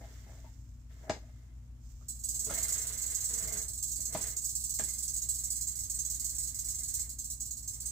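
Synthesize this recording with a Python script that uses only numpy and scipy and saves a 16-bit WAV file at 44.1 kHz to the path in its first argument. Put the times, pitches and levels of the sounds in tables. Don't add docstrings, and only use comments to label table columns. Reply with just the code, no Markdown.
import sys
import numpy as np
from scipy import signal
from scipy.fft import rfft, irfft
from scipy.io import wavfile

SR = 44100
rng = np.random.default_rng(int(sys.argv[2]) if len(sys.argv) > 2 else 0)


def unload_wav(signal):
    wavfile.write(
        sys.argv[1],
        SR,
        np.round(np.clip(np.atleast_2d(signal).T, -1, 1) * 32767).astype(np.int16),
    )


N = 348831
TIME = np.arange(N) / SR


def amp(db):
    return 10 ** (np.asarray(db) / 20)


def unit(x):
    return x / np.sqrt(np.mean(x ** 2) + 1e-20)


def read(points, hz):
    f, value = np.transpose(points)
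    return np.interp(np.log(hz + 1), np.log(f + 1), value)


def pan(db):
    return amp(np.array([[.5], [-.5]]) * db)


def add(mix, s, sound):
    part = mix[..., max(round(s * SR), 0):][..., :sound.shape[-1]]
    part += sound[..., :part.shape[-1]]


def drift(hz):
    lowpass = 1 + (np.fft.rfftfreq(N, 1 / SR) / hz) ** 4
    return unit(irfft(rfft(rng.standard_normal(N)) / lowpass, N))


def colour(x, points, size=4096):
    hz = abs(np.fft.fftfreq(size, 1 / SR))
    log_gain = np.log(amp(np.maximum(read(points, hz), -100)))
    spectrum = np.exp(signal.hilbert(log_gain).conj())
    taps = np.fft.ifft(spectrum).real[:size // 2]
    taps = taps[None] / np.linalg.norm(taps)
    return signal.oaconvolve(np.atleast_2d(x), taps, axes=1)[:, :x.shape[-1]]


def tilted(x, tilt_db, pivot_hz=1000):
    hz = np.clip(np.fft.rfftfreq(N, 1 / SR), 200, 5000)
    return irfft(rfft(x) * amp(tilt_db * np.log2(hz / pivot_hz)), N)


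def excite(train, ring):
    ring = np.atleast_2d(ring)
    ring = ring / np.linalg.norm(ring, axis=1, keepdims=True)
    return signal.oaconvolve(np.atleast_2d(train), ring, axes=1)[:, :N]


# (frequency [Hz], t60 [s])
ROOM_DECAY = [(200, 0.17), (600, 0.15), (1400, 0.15), (4000, 0.22), (9000, 0.23), (15000, 0.22)]


def room(x, wet_db, apart_hz=1100, size=16000):
    taps = rng.standard_normal((2, size)) * (rng.random((2, size)) < .15)
    taps[:, :round(.003 * SR)] = 0
    hz, t, bands = signal.stft(taps, SR, nperseg=256)
    same = 1 / (1 + (hz[:, None] / apart_hz) ** 4)
    bands[1] = same * bands[0] + np.sqrt(1 - same ** 2) * bands[1]
    decay = amp(-60 * t / read(ROOM_DECAY, hz)[:, None])
    tail = signal.istft(bands * decay, SR, nperseg=256)[1]
    wet = signal.oaconvolve(x, tail / np.linalg.norm(tail[0]), axes=1)[:, :N]
    return (x + amp(wet_db) * wet) / np.sqrt(1 + amp(wet_db) ** 2)


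# (frequency [Hz], left-right likeness [0-1])
DIFFUSE_LIKENESS = [(60, 1), (600, 0.61), (1200, 0.01), (4000, 0.012)]


def diffuse(x, spectrum):
    hz = np.fft.rfftfreq(N, 1 / SR)
    a, b = rfft(x)
    same = np.clip(read(DIFFUSE_LIKENESS, hz), 0, 1)
    pair = np.array([a, same * a + np.sqrt(1 - same ** 2) * b])
    return unit(irfft(pair * amp(read(spectrum, hz)), N))


# (frequency [Hz], mean amplitude before panning [dB])
HUM_TONES = [(58.3, -47.5), (87.3, -63), (120, -57), (240, -68.5)]
# (frequency [Hz], relative level per Hz [dB])
RUMBLE_SPECTRUM = [(24, -37), (31, -25), (38, -4.5), (45, 7.5), (58, 1), (70, -1.5), (95, 1.5), (140, -9),
                   (190, -14.5), (280, -15), (360, -29.5), (650, -33), (1100, -33.5), (3000, -41),
                   (15500, -48)]


def machines(rumble_db=-54.5, waver_rad=0.53):
    hum = np.zeros(N)
    for hz, db in HUM_TONES:
        level = amp(db + 0.21 * drift(2.0))
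        phase = 2 * np.pi * (hz * TIME + rng.random()) + waver_rad * drift(0.82)
        hum += level * np.sin(phase)
    rumble = amp(rumble_db) * diffuse(rng.standard_normal((2, N)), RUMBLE_SPECTRUM)
    return pan(1.65) * (hum + rumble)


# (frequency [Hz], relative level [dB], t60 [s])
TUB_MODES = [(228, -25, 0.17), (306, -4.5, 0.041), (476, -17, 0.07), (615, 2, 0.069), (671.5, 2.5, 0.056),
             (819, -8, 0.1), (993, -15, 0.071), (1235, -16.5, 0.1), (1420, -32, 0.05), (1675, -16.5, 0.044),
             (2100, -12.5, 0.068)]


def tub_ring(tilt_db, pivot_hz=615):
    t = np.arange(SR // 4) / SR
    ring = np.zeros(len(t))
    for k, (hz, db, t60) in enumerate(TUB_MODES):
        decay = amp(db + tilt_db * np.log2(hz / pivot_hz) - 60 * t / t60)
        ring += decay * np.sin(2 * np.pi * hz * t + k * np.pi)
    return ring


def slips(per_s, uneven_db):
    happens = rng.random(N) < per_s / SR
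    return rng.standard_normal((2, N)) * happens * amp(uneven_db * drift(24.0))


def strokes(rows, rise_s, fade_s):
    gain = np.zeros(N)
    for start, length, db, change_db in rows:
        t = TIME - start
        rise = np.clip(t / rise_s, 0, 1)
        strength = amp(db + change_db * np.clip(t / length, 0, 1))
        gain += rise * strength * np.exp(-np.maximum(t - length, 0) / fade_s)
    return gain


# (start [s], length [s], relative level [dB], change over the stroke [dB], brightness [dB per octave])
DRAG_AND_RUSTLE_STROKES = [(0, 0.47, -60.5, -3, 1.5), (0.888, 0.63, -63, -8.5, 0.5),
                           (2.32, 0.18, -61, 1.5, -4), (2.487, 0.76, -45, -10, 2),
                           (3.288, 0.28, -50.5, 6, -1), (3.96, 0.15, -69, 14.5, -1.5),
                           (4.119, 0.14, -50.5, 3, 0.5), (4.781, 0.029, -45, -6, 3),
                           (4.863, 2.21, -68, 4, 2), (7.0, 0.91, -95, 32.5, -1)]
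# (frequency [Hz], relative level per Hz [dB])
DRAG_AND_RUSTLE_SPECTRUM = [(100, 13), (230, 5), (340, 4.5), (470, 8.5), (550, 1), (630, 8), (780, -3),
                            (950, -0.5), (1270, 2), (1750, 4), (2120, 3.5), (2400, -4), (3500, -2),
                            (9000, -13)]


def drag_and_rustle(gain_db=-3.0, ring_db=-7, ring_tilt_db=12, echo_s=0.0044, sway_s=0.000445):
    rub = diffuse(slips(per_s=9000, uneven_db=1.2), DRAG_AND_RUSTLE_SPECTRUM)
    ring = unit(excite(slips(per_s=3700, uneven_db=4.5), tub_ring(ring_tilt_db)))
    rub = rub + amp(ring_db) * ring
    delay = echo_s + sway_s * drift(1.0)
    echo = np.array([np.interp(TIME - delay, TIME, side) for side in rub])
    rub = unit(rub + .3 * echo)
    out = np.zeros((2, N))
    for *row, tilt_db in DRAG_AND_RUSTLE_STROKES:
        out += strokes([row], rise_s=0.021, fade_s=0.07) * tilted(rub, tilt_db)
    return pan(2.5) * amp(gain_db) * out


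# (start [s], length [s], level [dB], change over the stroke [dB])
SWISH_STROKES = [(-.05, 0.37, -62.5, -3.5), (.9, 0.16, -68.5, -3), (1.78, 0.69, -68, -4)]
# (frequency [Hz], relative level per Hz [dB])
SWISH_SPECTRUM = [(2500, -14), (4300, -9), (5200, -0.5), (7600, 5.5), (9500, -19.5), (15500, -5)]


def swish():
    rub = diffuse(slips(per_s=9000, uneven_db=1.5), SWISH_SPECTRUM)
    return pan(-11.0) * strokes(SWISH_STROKES, rise_s=0.12, fade_s=0.47) * rub


# (start [s], length [s],
# relative level [dB], change over the stroke [dB])
SCRAPE_STROKES = [(0, 0.12, -59.5, -9), (.26, 0.061, -64.5, 1.5), (.99, 0.11, -72, 22.5)]
# (frequency [Hz], relative level per Hz [dB])
SCRAPE_SPECTRUM = [(300, -2), (650, -2), (900, -6), (1200, -15), (1650, -7), (3000, -31)]


def scrape():
    ring = unit(excite(slips(per_s=890, uneven_db=5.0)[0], tub_ring(0)))
    rub = diffuse(slips(per_s=1500, uneven_db=2.0), SCRAPE_SPECTRUM)
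    return pan(2.5) * strokes(SCRAPE_STROKES, rise_s=0.0061, fade_s=0.057) * (ring + rub)


# (time [s], relative level [dB], brightness [dB per octave],
# left minus right [dB], chatter of the contact [s], relative ring of the walls [dB],
# resonance of the struck spot [Hz], height of that resonance [dB])
TUB_KNOCKS = [(0.442, -37.5, -2.5, 6, 0.0093, -18, 925, 21),
              (1.096, -11.5, -1, 1.5, 0.0038, -14.5, 2140, 7),
              (1.112, -25.5, -3.5, -3, 0.004, -17.5, 300, 2), (2.011, -44, -2, 2, 0.0084, -30, 1230, 23),
              (2.466, -28, -2.5, 3, 0.012, -29, 452, 12), (2.496, -25.5, -3.5, 7, 0.012, -24, 1290, 22.5),
              (2.505, -22.5, -3.5, -4, 0.0064, -20, 550, 13), (3.99, -35.5, -11, 2, 0.012, -25, 192, 9),
              (4.148, -17.5, -1.6, 2, 0.0064, -13.5, 990, 6.5), (4.203, -32, 0.5, 1, 0.0097, -22, 1900, 1),
              (4.795, -23, -1.5, 1.5, 0.0097, -20, 1680, 9), (4.8, -32.5, -4, 0, 0.024, -42, 134, 22)]
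# (frequency [Hz], relative level per Hz [dB])
CRACK_SPECTRUM = [(100, 4), (300, 5), (850, 2), (1400, -5), (3000, -6), (5000, -4.5), (7800, -6.5),
                  (9500, -32), (15500, -34)]


def knocks(crack_db=-12, spot_octaves=0.26):
    t, rings, cracks = np.arange(SR // 4) / SR, np.zeros((2, N)), np.zeros((2, N))
    hz = np.geomspace(100, 15500, 120)
    for s, db, tilt_db, side_db, crack_s, ring_db, spot_hz, spot_db in TUB_KNOCKS:
        spot = spot_db * np.exp(-(np.log2(hz / spot_hz) / spot_octaves) ** 2)
        shape = read(CRACK_SPECTRUM, hz) + tilt_db * np.log2(hz) + spot
        noise = rng.standard_normal(len(t)) + .5 * rng.standard_normal((2, len(t)))
        crack = colour(noise * np.exp(-t / crack_s), list(zip(hz, shape)))
        add(cracks, s, amp(db + crack_db) * pan(side_db) * crack)
        add(rings, s, amp(db + ring_db) * pan(side_db) * tub_ring(tilt_db))
    return room(cracks, wet_db=4.0) + room(rings, wet_db=-13.5)


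# (time [s], relative peak level [dB])
SEGMENT_CLACKS = [(2.7282, -22), (2.7816, -31), (3.2562, -31), (3.3405, -22), (3.387, -27), (5.3146, -27)]
# (frequency [Hz], relative level [dB])
HOLLOW_MODES = [(6600, -8), (7250, -19), (7700, -5.5), (8100, -9)]


def clacks(gain_db=1.0, rise_s=0.00044, ring_s=0.00093, side_db=-5.0):
    t, out = np.arange(SR // 100) / SR, np.zeros((2, N))
    ring = sum(amp(db) * np.sin(2 * np.pi * hz * t) for hz, db in HOLLOW_MODES)
    ring = ring * np.minimum(t / rise_s, 1) * np.exp(-t / ring_s)
    for s, db in SEGMENT_CLACKS:
        add(out, s, amp(db + gain_db) * pan(side_db) * ring / abs(ring).max())
    return room(out, wet_db=-14.0)


def collisions(power, per_s, spread_db):
    gap, strength = rng.random((N // 8, 2)).T
    at = ((np.arange(len(gap)) + gap) * SR / per_s).astype(int)
    force = unit(amp(spread_db * np.minimum(-np.log(1 - strength), 3)))
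    impacts = np.bincount(at[at < N], force[at < N], N)
    return impacts * np.sqrt(power * SR / per_s)


def spray_power(clatter_s=0.019, snap=2.4, snap_s=0.0069, rise_s=0.0064,
                rebound_s=0.027, rebound_db=-14.5):
    t = np.arange(SR // 5) / SR
    clatter = np.exp(-2 * (t / clatter_s) ** 2)
    turn = snap * np.exp(-t / snap_s)
    rebound = amp(rebound_db) ** 2 * np.exp(-((t - rebound_s) / snap_s) ** 2)
    return (clatter + turn + rebound) * np.minimum(t / rise_s, 1) ** 5


# (time [s], relative level [dB])
TAIL_FLICKS = [(2.08, -35), (2.144, -46.5), (2.187, -43), (2.232, -32.5), (2.282, -29.5), (2.338, -29.0),
               (2.388, -29.5), (2.439, -29.5), (2.494, -33.5), (2.532, -30.5), (2.573, -28.5), (2.623, -26),
               (2.678, -29), (2.718, -27), (2.774, -30), (2.811, -31.5), (2.864, -29.5), (2.921, -33),
               (2.971, -32), (3.012, -30), (3.056, -33.0), (3.095, -31.0), (3.14, -29), (3.2, -31),
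               (3.237, -28.0), (3.284, -29.5), (3.329, -30), (3.373, -30.5), (3.42, -31.0), (3.469, -31),
               (3.519, -31.5), (3.565, -31.5), (3.61, -33), (3.677, -33.5), (3.728, -35), (3.771, -35.5),
               (3.821, -28.5), (3.871, -31.5), (3.91, -30.5), (3.951, -32.5), (4, -31.5), (4.049, -30),
               (4.12, -31), (4.165, -35.5), (4.206, -28.5), (4.263, -31), (4.294, -34.5), (4.36, -29.5),
               (4.414, -35.5), (4.44, -30.5), (4.487, -30.5), (4.546, -29.5), (4.595, -31.5),
               (4.633, -30.5), (4.689, -29.5), (4.734, -29.5), (4.782, -30), (4.832, -31.5), (4.88, -30.5),
               (4.929, -32.5), (4.978, -33), (5.021, -28.5), (5.074, -29.5), (5.131, -33.5), (5.157, -30),
               (5.214, -28.5), (5.283, -28.0), (5.336, -29.5), (5.381, -31), (5.433, -29.5), (5.498, -27),
               (5.551, -31), (5.605, -29.5), (5.666, -31), (5.71, -37), (5.749, -33.5), (5.785, -32.5),
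               (5.83, -34), (5.893, -30.5), (5.939, -32.5), (5.984, -30), (6.044, -31.5), (6.094, -29.0),
               (6.138, -32.5), (6.192, -31.5), (6.239, -29.5), (6.288, -31.5), (6.344, -34.0), (6.378, -29),
               (6.423, -31.5), (6.468, -31.5), (6.54, -35.0), (6.584, -30.5), (6.641, -32.5),
               (6.681, -29.5), (6.741, -35.0), (6.78, -33.5), (6.828, -31.5), (6.876, -32.5),
               (6.935, -27.5), (6.989, -31.0), (7.037, -43), (7.087, -35.5), (7.117, -49.0), (7.182, -33),
               (7.239, -35.5), (7.296, -30.5), (7.359, -51), (7.397, -33), (7.45, -35), (7.503, -34.5),
               (7.564, -36.5), (7.622, -40.0), (7.671, -32.0), (7.73, -35.5), (7.797, -34), (7.851, -32.5)]
# (frequency [Hz], relative level per Hz [dB])
TICK_SPECTRUM = [(1200, -14.5), (2700, -33), (3400, -27.5), (4100, 0), (5200, -1), (6500, 5.5),
                 (7800, 14.5), (8700, 3.5), (10000, 2), (11000, -4), (13600, 2), (15500, 1.5)]
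# (frequency [Hz], left minus right [dB])
RATTLE_BALANCE = [(3500, 0), (6400, -8), (8300, -6.5), (10500, 1.5), (13000, -1), (14500, -7)]


def rattle(detune=0.025, ring_s=0.0024, lowest_hz=3000, gain_db=-2.5,
           lead_s=.000145, swing_s=.00002, places=9):
    t, out = np.arange(SR // 100) / SR, np.zeros((2, N))
    spray = spray_power()
    for place in range(places):
        lead = lead_s + swing_s * np.sin(2 * np.pi * place / places)
        late = np.maximum(t - np.array([[lead], [0]]), 0)
        contact = np.diff(late > 0, axis=1).astype(float)
        tick = colour(contact, TICK_SPECTRUM)
        power = np.zeros(N)
        for s, db in TAIL_FLICKS[place::places]:
            add(power, s, amp(db) ** 2 * spray)
        dry = excite(collisions(power, per_s=3000, spread_db=5.0), tick)
        for hz, db in HOLLOW_MODES:
            mode_hz = hz * (1 + detune * (2 * rng.random() - 1))
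            ring = np.sin(2 * np.pi * mode_hz * late) * np.exp(-late / ring_s)
            dry = dry + amp(db) * excite(collisions(power, per_s=420, spread_db=4.5), ring)
        out += room(dry, wet_db=2.5)
    out = signal.sosfilt(signal.butter(6, lowest_hz, "highpass", fs=SR, output="sos"), out)
    balance = pan(read(RATTLE_BALANCE, np.fft.rfftfreq(N, 1 / SR)))
    return amp(gain_db) * irfft(rfft(out) * balance, N)


def scene():
    rubbing = drag_and_rustle() + swish() + scrape()
    return machines() + rubbing + knocks() + clacks() + rattle()


def record(dry, bass_cut_hz=38, edge_hz=15560):
    dry = signal.sosfilt(signal.butter(8, bass_cut_hz, "highpass", fs=SR, output="sos"), dry)
    lowpass = signal.firwin(401, edge_hz, window=("kaiser", 8), fs=SR)
    return signal.oaconvolve(dry, lowpass[None], "same")


dry = scene()
out = record(dry)
unload_wav(out)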